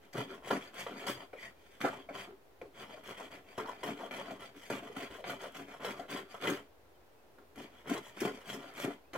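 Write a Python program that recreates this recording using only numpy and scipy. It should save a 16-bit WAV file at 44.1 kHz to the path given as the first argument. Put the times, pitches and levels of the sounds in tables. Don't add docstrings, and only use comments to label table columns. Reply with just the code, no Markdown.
import sys
import numpy as np
from scipy import signal
from scipy.fft import rfft, irfft, next_fast_len
from scipy.io import wavfile
from scipy.ndimage import uniform_filter1d

SR = 44100
rng = np.random.default_rng(int(sys.argv[2]) if len(sys.argv) > 2 else 0)


def boost(x):
    u = np.asarray(x, float) / 20
    return 10 ** u


def master_out(mix):
    frames = np.transpose(np.atleast_2d(mix))
    ceiling = np.clip(frames, -1, 1)
    pcm = np.round(ceiling * 32767).astype(np.int16)
    wavfile.write(sys.argv[1], SR, pcm)


N = 404397
HZ = np.fft.rfftfreq(next_fast_len(N + SR // 2), 1 / SR)
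SIZE = 2 * (len(HZ) - 1)

# (start [s], length [s], blade level [dB], depth of cut [dB], fastest at [share of length])
CUTS = [(.15, 0.098, -45, 1, 0.36), (.41, 0.22, -47.5, -0.5, 0.52), (.712, 0.12, -47, -4, 0.86),
        (1.35, 0.16, -54.5, -9, 0.57), (2.11, .18, -49, -1.5, 0.43), (2.72, 0.16, -53.5, -0.5, 0.61),
        (3.01, 0.16, -52, -1.5, 0.55), (3.295, 0.12, -55, 0.5, 0.3), (5.23, 0.16, -46.5, 2, 0.36),
        (5.52, 0.16, -51.5, -3.5, 0.27), (5.785, 0.21, -47, 2.5, 0.37), (6.075, 0.21, -46.5, 1, 0.21),
        (6.39, 0.27, -44, 4, 0.28), (7.54, .17, -54, -3, 0.31), (7.83, 0.18, -49.5, 2.5, 0.68),
        (8.12, 0.21, -47.5, -3.5, 0.64), (8.43, 0.13, -47, -4.5, 0.77), (8.715, 0.17, -47, -4.5, 0.69)]
# (start [s], length [s], blade level [dB], depth of cut [dB], holds for [share of length])
BITES = [(0.128, 0.028, -54, -10, 0.38), (0.864, 0.13, -52.5, 6.5, 0.16), (1.065, 0.096, -41.5, -4, 0.25),
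         (1.803, 0.048, -48.5, 0.5, 0.68), (1.848, 0.27, -53.5, 4, 0.14), (3.576, 0.08, -51, 8, 0.11),
         (3.833, 0.14, -46, 4, 0.15), (4.109, 0.13, -50.5, 1, 0.76), (4.393, 0.14, -53.5, -0.5, 0.18),
         (4.699, 0.16, -47.5, 2.5, 0.11), (4.963, 0.13, -49, 1, 0.46), (5.993, 0.024, -52.5, 7, 0.23),
         (7.875, 0.02, -52, 0.5, 0.32), (7.893, 0.018, -47.5, -2, 0.44), (8.203, 0.018, -43.5, -6, 0.31),
         (9.132, 0.1, -52, 0, 0.66)]
# (start [s], length [s], blade level [dB], weight [dB])
DRAGS = [(0.01, 0.068, -67, -0.5), (0.273, 0.11, -58, 3.5), (0.574, 0.13, -57, 1), (0.93, 0.26, -53.5, 4),
         (1.17, 0.082, -57.5, 1.5), (1.547, 0.51, -66.5, -8), (2.246, 0.089, -72.5, 17.5),
         (2.868, 0.14, -58, 0.5), (3.158, 0.13, -56, 1), (3.435, 0.25, -63.5, -2.5), (3.659, 0.095, -56, 3),
         (3.76, 0.17, -62, -4), (3.947, 0.15, -56, 4.5), (4.218, 0.16, -56, 5.5), (4.538, 0.23, -58, -8),
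         (4.811, 0.081, -56.5, 5.5), (4.903, 0.0744, -61.5, -2), (5.084, 0.13, -57, 2),
         (5.388, 0.098, -52.5, 1.5), (5.663, 0.12, -58, 2.5), (5.958, 0.057, -55, 5),
         (6.275, 0.13, -58, -2), (7.682, 0.17, -66.5, -0.5), (8.016, .11, -58, -3.5), (8.304, 0.16, -59, 0),
         (8.568, 0.18, -57.5, 2), (8.882, 0.064, -59.5, 6.5)]
# (start [s], length [s], stick level [dB], wood above the stick [dB])
DIGS = [(0.137, 0.066, -40.5, -1.5), (0.179, 0.039, -33, -7.5), (0.498, 0.054, -28, -7),
        (1.325, 0.054, -57, 1), (1.83, 0.088, -32.5, -2), (2.087, 0.072, -55, 3), (2.611, 0.066, -55, -19),
        (3.583, 0.046, -41, -9), (4.537, 0.072, -54, -10), (4.907, 0.045, -52, -5), (5.1, 0.047, -54, -11),
        (5.499, 0.04, -58.5, -1), (5.573, 0.074, -46, -3), (6.464, 0.1, -36, -10),
        (7.377, 0.039, -56.5, -7), (7.554, 0.11, -53, -15), (7.637, 0.041, -48, -6.5),
        (7.9, 0.044, -36, -13), (7.944, 0.044, -39, -3.5), (8.213, 0.026, -33, -18),
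        (8.246, 0.036, -29.5, -7.5), (8.528, 0.11, -46, -12), (8.831, 0.073, -35.5, -7.5),
        (9.144, 0.06, -38.5, -0.5)]
# (time [s], peak [dB], then stick, blade and crack above the peak [dB])
KNOCKS = [(0.153, -41, 5, -19, -24), (0.509, -21.5, -9.5, -32, -22.5), (0.865, -33, -14, -7, -35),
          (1.068, -49, -18, 9, -12), (1.33, -49, -4, -19, -30), (1.813, -46, -24.5, 12, -20),
          (1.847, -22.5, -12, -14, -40), (2.088, -40, -14, -22, -40), (2.15, -33.5, -26, -17, -22),
          (2.614, -46, -7, -9, -22), (3.58, -32.5, -8, -25, -15.5), (3.684, -36.5, -27, -24, -39),
          (3.832, -39, -18, -3, -25), (4.11, -40, -14, -19, -31), (4.702, -27.5, -13, -26, -16.5),
          (5.241, -36, -17, -1.5, -28), (5.847, -30.5, -14, -9, -18), (6.343, -36.5, -16, -25, -22),
          (6.472, -33, -3, 8, -10), (6.5, -37.5, 4, -3, -2), (7.873, -50, 3, -12, -17),
          (7.936, -45, -22, 10, 4), (7.977, -44.5, -30, 6, -2), (8.846, -41, 10, 8.5, -3),
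          (9.133, -47.5, 3, 9, -3.5)]
# (time [s], peak [dB], treble above the peak [dB])
SNAPS = [(0.133, -47, -17), (0.4746, -43, -15), (0.5058, -24, -30), (0.5099, -23, -31), (0.5284, -36, -24),
         (0.7427, -34, -20), (0.8694, -41, -28), (1.068, -32, -17), (1.3344, -54, -23), (1.8138, -20, -34),
         (1.851, -27, -36), (2.0926, -57, -24), (2.153, -34, -24), (2.3042, -48, -24), (2.615, -48, -25),
         (2.903, -48, -21), (3.038, -37, -21), (3.1822, -44, -21), (3.5818, -28, -29), (3.661, -34, -34),
         (3.684, -43, -29), (3.832, -29, -27), (3.85, -31, -22), (4.108, -39, -23), (4.4069, -39, -19),
         (4.564, -43, -17), (4.7012, -26, -24), (4.956, -42, -21), (4.9686, -29, -22), (5.1108, -37, -22),
         (5.242, -45, -26), (5.2754, -39, -24), (5.3045, -30, -21), (5.5214, -44, -16), (5.8047, -41, -24),
         (5.8473, -25.5, -24), (5.998, -42, -25), (6.083, -41, -24), (6.099, -43, -24),
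         (6.1125, -25.5, -23), (6.3433, -38, -26), (6.4126, -35, -18), (6.474, -23, -25),
         (6.4994, -30, -16), (7.386, -50, -21), (7.5587, -42, -14), (7.874, -44, -20), (7.8974, -32, -14),
         (8.2053, -42, -21), (8.2514, -21, -25), (8.458, -40, -16), (8.738, -42, -19), (8.7794, -29, -21),
         (8.8423, -27, -19), (9.1336, -36, -28)]
# (start [s], length [s], first [Hz], last [Hz], level [dB])
SKIDS = [(1.33, 0.054, 652, 477, -46), (1.331, 0.012, 2340, 2320, -50), (2.089, 0.0079, 2330, 2300, -44),
         (2.09, 0.033, 597, 480, -42), (4.898, 0.038, 490, 375, -44), (5.103, 0.024, 317, 277, -43),
         (1.358, .1, 2350, 2160, -53.5), (1.384, .06, 1896, 1926, -53), (1.424, .075, 2010, 1900, -48),
         (1.595, .15, 3200, 3300, -80), (2.615, 0.024, 510, 446, -39.5), (2.646, 0.04, 457, 443, -48.5),
         (2.615, 0.0042, 2280, 2270, -41.5), (2.929, 0.089, 699, 558, -50), (3.199, 0.051, 968, 634, -45.5),
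         (3.655, 0.022, 1010, 960, -38), (3.683, 0.045, 1140, 948, -40.5), (4.001, 0.03, 943, 850, -40),
         (4.03, 0.055, 846, 562, -42), (4.306, 0.055, 907, 529, -43), (5.185, 0.055, 757, 500, -44.5),
         (5.427, 0.025, 920, 846, -42), (5.434, 0.062, 636, 567, -41), (5.993, 0.086, 730, 530, -45),
         (6.344, 0.04, 625, 528, -50)]
# (start [s], length [s], first [Hz], last [Hz])
SQUEAK = (1.385, .122, 2010, 1865)

# (frequency [Hz], width [Hz], level [dB])
BENCH_MODES = [(126, 14, -0.5), (171, 33, -20.5), (207, 37, 0.5)]
STICK_MODES = [(123, 39, -12), (150.4, 11, -13), (200.6, 17.4, -3), (278.7, 34.6, 3), (339, 20, -1.5),
               (387.4, 26, -0.5), (429, 13.3, 1.5)]
WOOD_MODES = [(500, 274, -0.5), (568, 43, 2.5), (715, 112, 0.5), (884, 94, -2.5), (1014, 134, -1.5),
              (1116, 97, -10), (1096, 110, -10.5), (1366, 86, -3.5), (1590, 1230, -5.5)]
BLADE_MODES = [(1780, 120, 2), (1980, 160, 1.5), (2100, 90, 0), (2310, 150, 2), (2450, 120, -3),
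               (2750, 150, -1), (3050, 110, 0), (3220, 110, 0), (3370, 140, 2)]
BLADE_HIGH_MODES = [(4690, 55, 8), (5260, 160, 0), (5630, 120, -6), (6700, 150, 0), (7420, 90, -12),
                    (8300, 180, -1), (8700, 120, -3)]
# (frequency [Hz], density [dB per Hz])
FIBRE_COLOUR = [(2100, -39), (3600, -1), (4400, -7), (6800, -4.5), (9300, -11), (12800, -9.5),
                (15300, -20.5)]
# (cutting [dB], dragging [dB], per dB of depth [dB])
BENCH_SHARE = (-7, -14, 0.29)
STICK_SHARE = (-1.1, -2.2, 1.08)
WOOD_SHARE = (2.1, 1.8, 0.68)
FIBRE_SHARE = (-8, -6.5, -0.29)

# (frequency [Hz], density [dB per Hz])
SHED_COLOUR = [(15, -39), (25, -16), (59, 2), (76, 1.5), (179, -8.5), (392, 2), (1010, -6.5), (1220, -10.5),
               (1320, -9.5), (3580, -19), (6660, -25), (8490, -27.5), (15800, -23)]
# (frequency [Hz], likeness [share])
SHED_ALIKE = [(60, 0.98), (300, 0.46), (700, 0.52), (1400, 0), (16000, 0.033)]
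# (frequency [Hz], level [dB])
MAINS = (47, -90)
# (time [s], length [s], pitch [Hz], level [dB])
PEEPS = [
    (6.942, 0.033, 3100, -84),
    (7.177, 0.032, 2602, -82),
    (9.047, 0.017, 2470, -79),
    (9.075, 0.02, 2570, -81),
    (9.09, 0.014, 2640, -84),
]

TEARING_PIVOT_DB = -67


def knife():
    pivot = boost(TEARING_PIVOT_DB)
    wood_in_dig = np.array(DIGS)[:, 3]
    grain_db = 1.4 * walk(140)
    coarse = slips(500, spread_db=3.5, hiss=0.91, count=5)
    fine = slips(2000, spread_db=6, hiss=0.62, count=5)
    _, peak, low, clang, crack = np.transpose(KNOCKS)
    place = places(11, count=3)
    place = boost(1.5) * place / place.sum(axis=0)
    blade_force = force_on((0, 0, 0), wood_in_dig - 14)
    tearing = pivot * (force_on(FIBRE_SHARE, wood_in_dig - 22) / pivot) ** 1.26

    def driven(response, rub, force, throb_db, knocks):
        return ring(unit(rub) * force * boost(throb_db + grain_db) + knocks, response, place)

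    bench = driven(body(BENCH_MODES, fill=0.063, spread_db=2.0) * band(89, 222),
                   coarse[0] + rng.standard_normal(N), force_on(BENCH_SHARE, -21.0),
                   2.5 * walk(15), blows(peak + low + 18, 1.3, 7.8, 0.012))
    stick = driven(body(STICK_MODES, fill=0.085, spread_db=3.5) * band(80, 546),
                   coarse[1], force_on(STICK_SHARE, 0),
                   2.5 * walk(25), blows(peak + low + 27, 0.73, 12.0, 0.014))
    wood = driven(body(WOOD_MODES, fill=0.32, spread_db=-1.5) * band(379, 1580),
                  coarse[2] + 0.49 * fine[0], force_on(WOOD_SHARE, wood_in_dig),
                  2.22 * walk(60), blows(peak + 21, 0.32, 19.6, 0.035))
    blade = driven(body(BLADE_MODES, fill=0.94, spread_db=-0.5) * band(1490, 3980) * band(540, 3420),
                   0.24 * coarse[3] + fine[1], blade_force,
                   1.1 * walk(70), blows(peak + clang + 14, 0.056, 8.8, 0.091))
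    fibre_colour = boost(on_hz(FIBRE_COLOUR)) * band(5060, 19700)
    fibre = driven(fibre_colour * body(BLADE_HIGH_MODES, fill=0.74, spread_db=7.0),
                   fine[2] + 0.12 * coarse[4], tearing,
                   0.63 * walk(90), blows(peak + crack + 4, 0.015, 5.7, 0.7))
    bodies = bench + stick + wood + blade + fibre
    return bodies + rasp(fine[4], blade_force, grain_db) + curl(fine[3], tearing, grain_db) + skids() + snaps()


def rasp(rub, blade_force, grain_db):
    level = boost(TEARING_PIVOT_DB - 6.5 + grain_db + 2.6 * walk(30))
    growth = (blade_force / boost(TEARING_PIVOT_DB)) ** 0.88
    return through(rub * level * growth, unit(band(3050, 3450) ** 2))


def curl(rub, tearing, grain_db):
    level = boost(TEARING_PIVOT_DB - 4 + grain_db + 1.3 * walk(70))
    growth = (tearing / boost(TEARING_PIVOT_DB)) ** 1.1
    return through(rub * level * growth, band(9750, 21600))


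def force_on(share, dig_db):
    cuts, bites, drags, digs = map(np.array, (CUTS, BITES, DRAGS, DIGS))
    cut_db, drag_db, per_depth = share
    swell, slowing, catch_s, linger_s = 1.48, 3.5, 0.0015, 0.013
    fastest = np.clip(cuts[:, 4], .05, .95)
    holds = np.clip(bites[:, 4], .05, .95)
    cut_level = cuts[:, 2] + cut_db + per_depth * cuts[:, 3]
    bite_level = bites[:, 2] + cut_db + per_depth * bites[:, 3]
    drag_level = drags[:, 2] + drag_db + per_depth * drags[:, 3]
    power = arch(cuts, cut_level, fastest, fastest, swell, slowing)
    power += arch(bites, bite_level, catch_s / bites[:, 1], holds, 0.85, slowing)
    power += arch(drags, drag_level, 0.34, 0.34, 0.77, 0.77)
    power += arch(digs, digs[:, 2] + dig_db, 0.17, 0.17, 2.54, 2.54)
    keep = np.exp(-1 / (linger_s * SR))
    return np.sqrt(np.maximum(power, signal.lfilter([1 - keep], [1, -keep], power)))


def arch(rows, db, rise, top, round_up, round_down):
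    out = np.zeros(N + SR)
    for (s, length, *_), gain, up, hold in zip(rows, *np.broadcast_arrays(boost(db), rise, top)):
        share = np.arange(int(length * SR)) / (length * SR)
        rising = np.sin(np.pi / 2 * np.clip(share / up, 0, 1)) ** round_up
        falling = np.sin(np.pi / 2 * np.clip((1 - share) / (1 - hold), 0, 1)) ** round_down
        out[int(s * SR):][:len(share)] += (gain * rising * falling) ** 2
    return out[:N]


def slips(per_s, spread_db, hiss, count):
    chance = rng.random((2 + count, N))
    happens = chance[0] < per_s / SR
    size = happens * boost(np.minimum(-spread_db * np.log(chance[1] + 1e-9), 16))
    return unit(unit(size * (chance[2:] - .5)) + hiss * rng.standard_normal((count, N)))


def blows(db, push_ms, rattle_ms, rattle):
    out = np.zeros(N + SR)
    t = np.arange(SR // 10) / SR
    push = np.exp(-1000 * t / push_ms)
    push /= push.sum()
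    grit = rng.standard_normal((len(KNOCKS), len(t))) * np.exp(-1000 * t / rattle_ms)
    for (s, *_), gain, noise in zip(KNOCKS, boost(db), grit):
        out[int(s * SR):][:len(t)] += gain * (push + rattle * noise)
    return out[:N]


def body(modes, fill, spread_db, count=3):
    hz, width, db = np.transpose(modes)[:, :, None]
    chance = rng.standard_normal((2, count, len(modes), 1))
    chance = chance - chance.mean(axis=1, keepdims=True)
    strength = boost(db + spread_db * chance[0])
    tuned = hz * (1 + 0.012 * chance[1])
    damping = (HZ * width) ** 2
    peaks = (strength * HZ * width) ** 2 / ((tuned ** 2 - HZ ** 2) ** 2 + damping)
    power = fill ** 2 + np.sum(peaks, axis=1)
    cepstrum = irfft(np.log(power))
    cepstrum[:, len(HZ):] = 0
    cepstrum[:, 0] /= 2
    return np.exp(rfft(cepstrum))


def ring(force, responses, place):
    spectrum = sum(rfft(force * here, SIZE) * unit(response) for here, response in zip(place, responses))
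    return irfft(spectrum, SIZE)[:N]


def places(rate, count):
    share = np.array([walk(rate) for _ in range(count)]) ** 2
    return share / np.sqrt(np.sum(share ** 2, axis=0))


def snaps():
    low, high = np.zeros((2, N + SR))
    t = np.arange(SR // 100) / SR
    splinters = rng.standard_normal((len(SNAPS), len(t))) * np.exp(-1000 * t / 0.41) * 0.21
    for (s, db, treble_db), click in zip(SNAPS, splinters + (t == 0)):
        low[int(s * SR):][:len(t)] += boost(db + 16) * click
        high[int(s * SR):][:len(t)] += boost(db + treble_db + 27) * click
    return through(low[:N], band(500, 3300)) + through(high[:N], band(4500, 14000))


def skids():
    out = np.zeros(N)
    for s, length, first_hz, last_hz, db in SKIDS:
        share = np.arange(int(length * SR)) / (length * SR)
        smooth = int(SR / (150 + 0.07 * first_hz))
        rough = uniform_filter1d(rng.standard_normal((2, len(share))), smooth)
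        phase = 2 * np.pi * np.cumsum(first_hz + (last_hz - first_hz) * np.sqrt(share)) / SR
        swell = np.minimum(np.minimum(share / 0.04, (1 - share) / 0.052), 1) * np.exp(-1.2 * share)
        tone = unit(rough[0] * np.cos(phase) + rough[1] * np.sin(phase))
        out[int(s * SR):][:len(share)] += boost(db) * swell * tone
    return out


def squeak():
    s, length, first_hz, last_hz = SQUEAK
    share = np.clip((np.arange(N) / SR - s) / length, 0, 1)
    hz = (first_hz + (last_hz - first_hz) * share ** 1.3) * (1 + 0.014 * walk(300))
    swell = np.sin(np.pi * share ** 1.6) ** .5
    return boost(-54 + 4.6 * walk(110)) * swell * np.sin(2 * np.pi * np.cumsum(hz) / SR)


def ports(x, count=7):
    t = np.arange(SR // 4) / SR
    bench_tail = boost(-27) * np.exp(-t / 0.0039) * (t > .0004)
    wall_tail = boost(-45.0 - 60 * t / 0.27) * (t > .004)
    tail = bench_tail + wall_tail
    mid, side = sum(rfft(x * here, SIZE) * rfft(rng.standard_normal((2, len(t))) * tail, SIZE)
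                    for here in places(18, count))
    apart = boost(on_hz([(60, -12), (200, -28), (500, 0.5), (2000, 5.0), (16000, 0.0)])) * side
    tilt = boost(on_hz([(100, -1.0), (300, 1.3), (2000, -0.03), (8000, 0.98), (14000, 2.4)]))
    lag = np.exp(-2j * np.pi * HZ * 1.56 / SR)
    direct = boost(on_hz([(300, -1.0), (1500, -1.0), (5000, -4.5), (14000, -9)])) * rfft(x, SIZE)
    mid = boost(on_hz([(300, 0.0), (2000, 3.05), (12000, 2.0)])) * mid
    left = tilt * (lag * direct + mid + apart)
    right = (direct + mid - apart) / tilt
    return irfft([left, right], SIZE)[:, :N]


def shed():
    alike = np.clip(on_hz(SHED_ALIKE), 0, .99)
    colour = boost(on_hz(SHED_COLOUR)) * np.sqrt([1 + alike, 1 - alike])
    mid, side = through(rng.standard_normal((2, N)), colour)
    air = unit(np.array([mid + side, mid - side])) * boost(-63 + 0.2 * walk(0.99))
    hz, db = MAINS
    return air + np.sqrt(2) * boost(db) * np.sin(2 * np.pi * hz * np.arange(N) / SR)


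def bird():
    out = np.zeros(N)
    for s, length, hz, db in PEEPS:
        t = np.arange(int(length * SR)) / SR
        swell = np.sqrt(np.sin(np.pi * t / length))
        out[int(s * SR):][:len(t)] += boost(db + 8.5) * swell * np.sin(2 * np.pi * hz * t)
    return out


def unit(x):
    return x / np.sqrt(np.mean(np.abs(x) ** 2))


def on_hz(table):
    hz, value = np.transpose(table)
    return np.interp(np.log(HZ + 1), np.log(hz), value)


def through(x, response):
    return irfft(rfft(x, SIZE) * response, SIZE)[..., :N]


def band(lo_hz, hi_hz):
    sos = signal.butter(2, [lo_hz, hi_hz], "band", fs=SR, output="sos")
    return signal.sosfreqz(sos, HZ, fs=SR)[1]


def walk(rate):
    k = int(SR / rate)
    held = np.repeat(rng.standard_normal(N // k + 1), k)
    return unit(uniform_filter1d(held, k)[:N])


def scene():
    return boost(-2.5) * ports(knife()) + squeak() + shed() + bird()


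def band_limit(x):
    return signal.sosfilt(signal.butter(12, 16010, fs=SR, output="sos"), x)


def record(dry):
    mix = through(dry, HZ < 15850) - .0005
    return band_limit(mix)


dry = scene()
out = record(dry)
master_out(out)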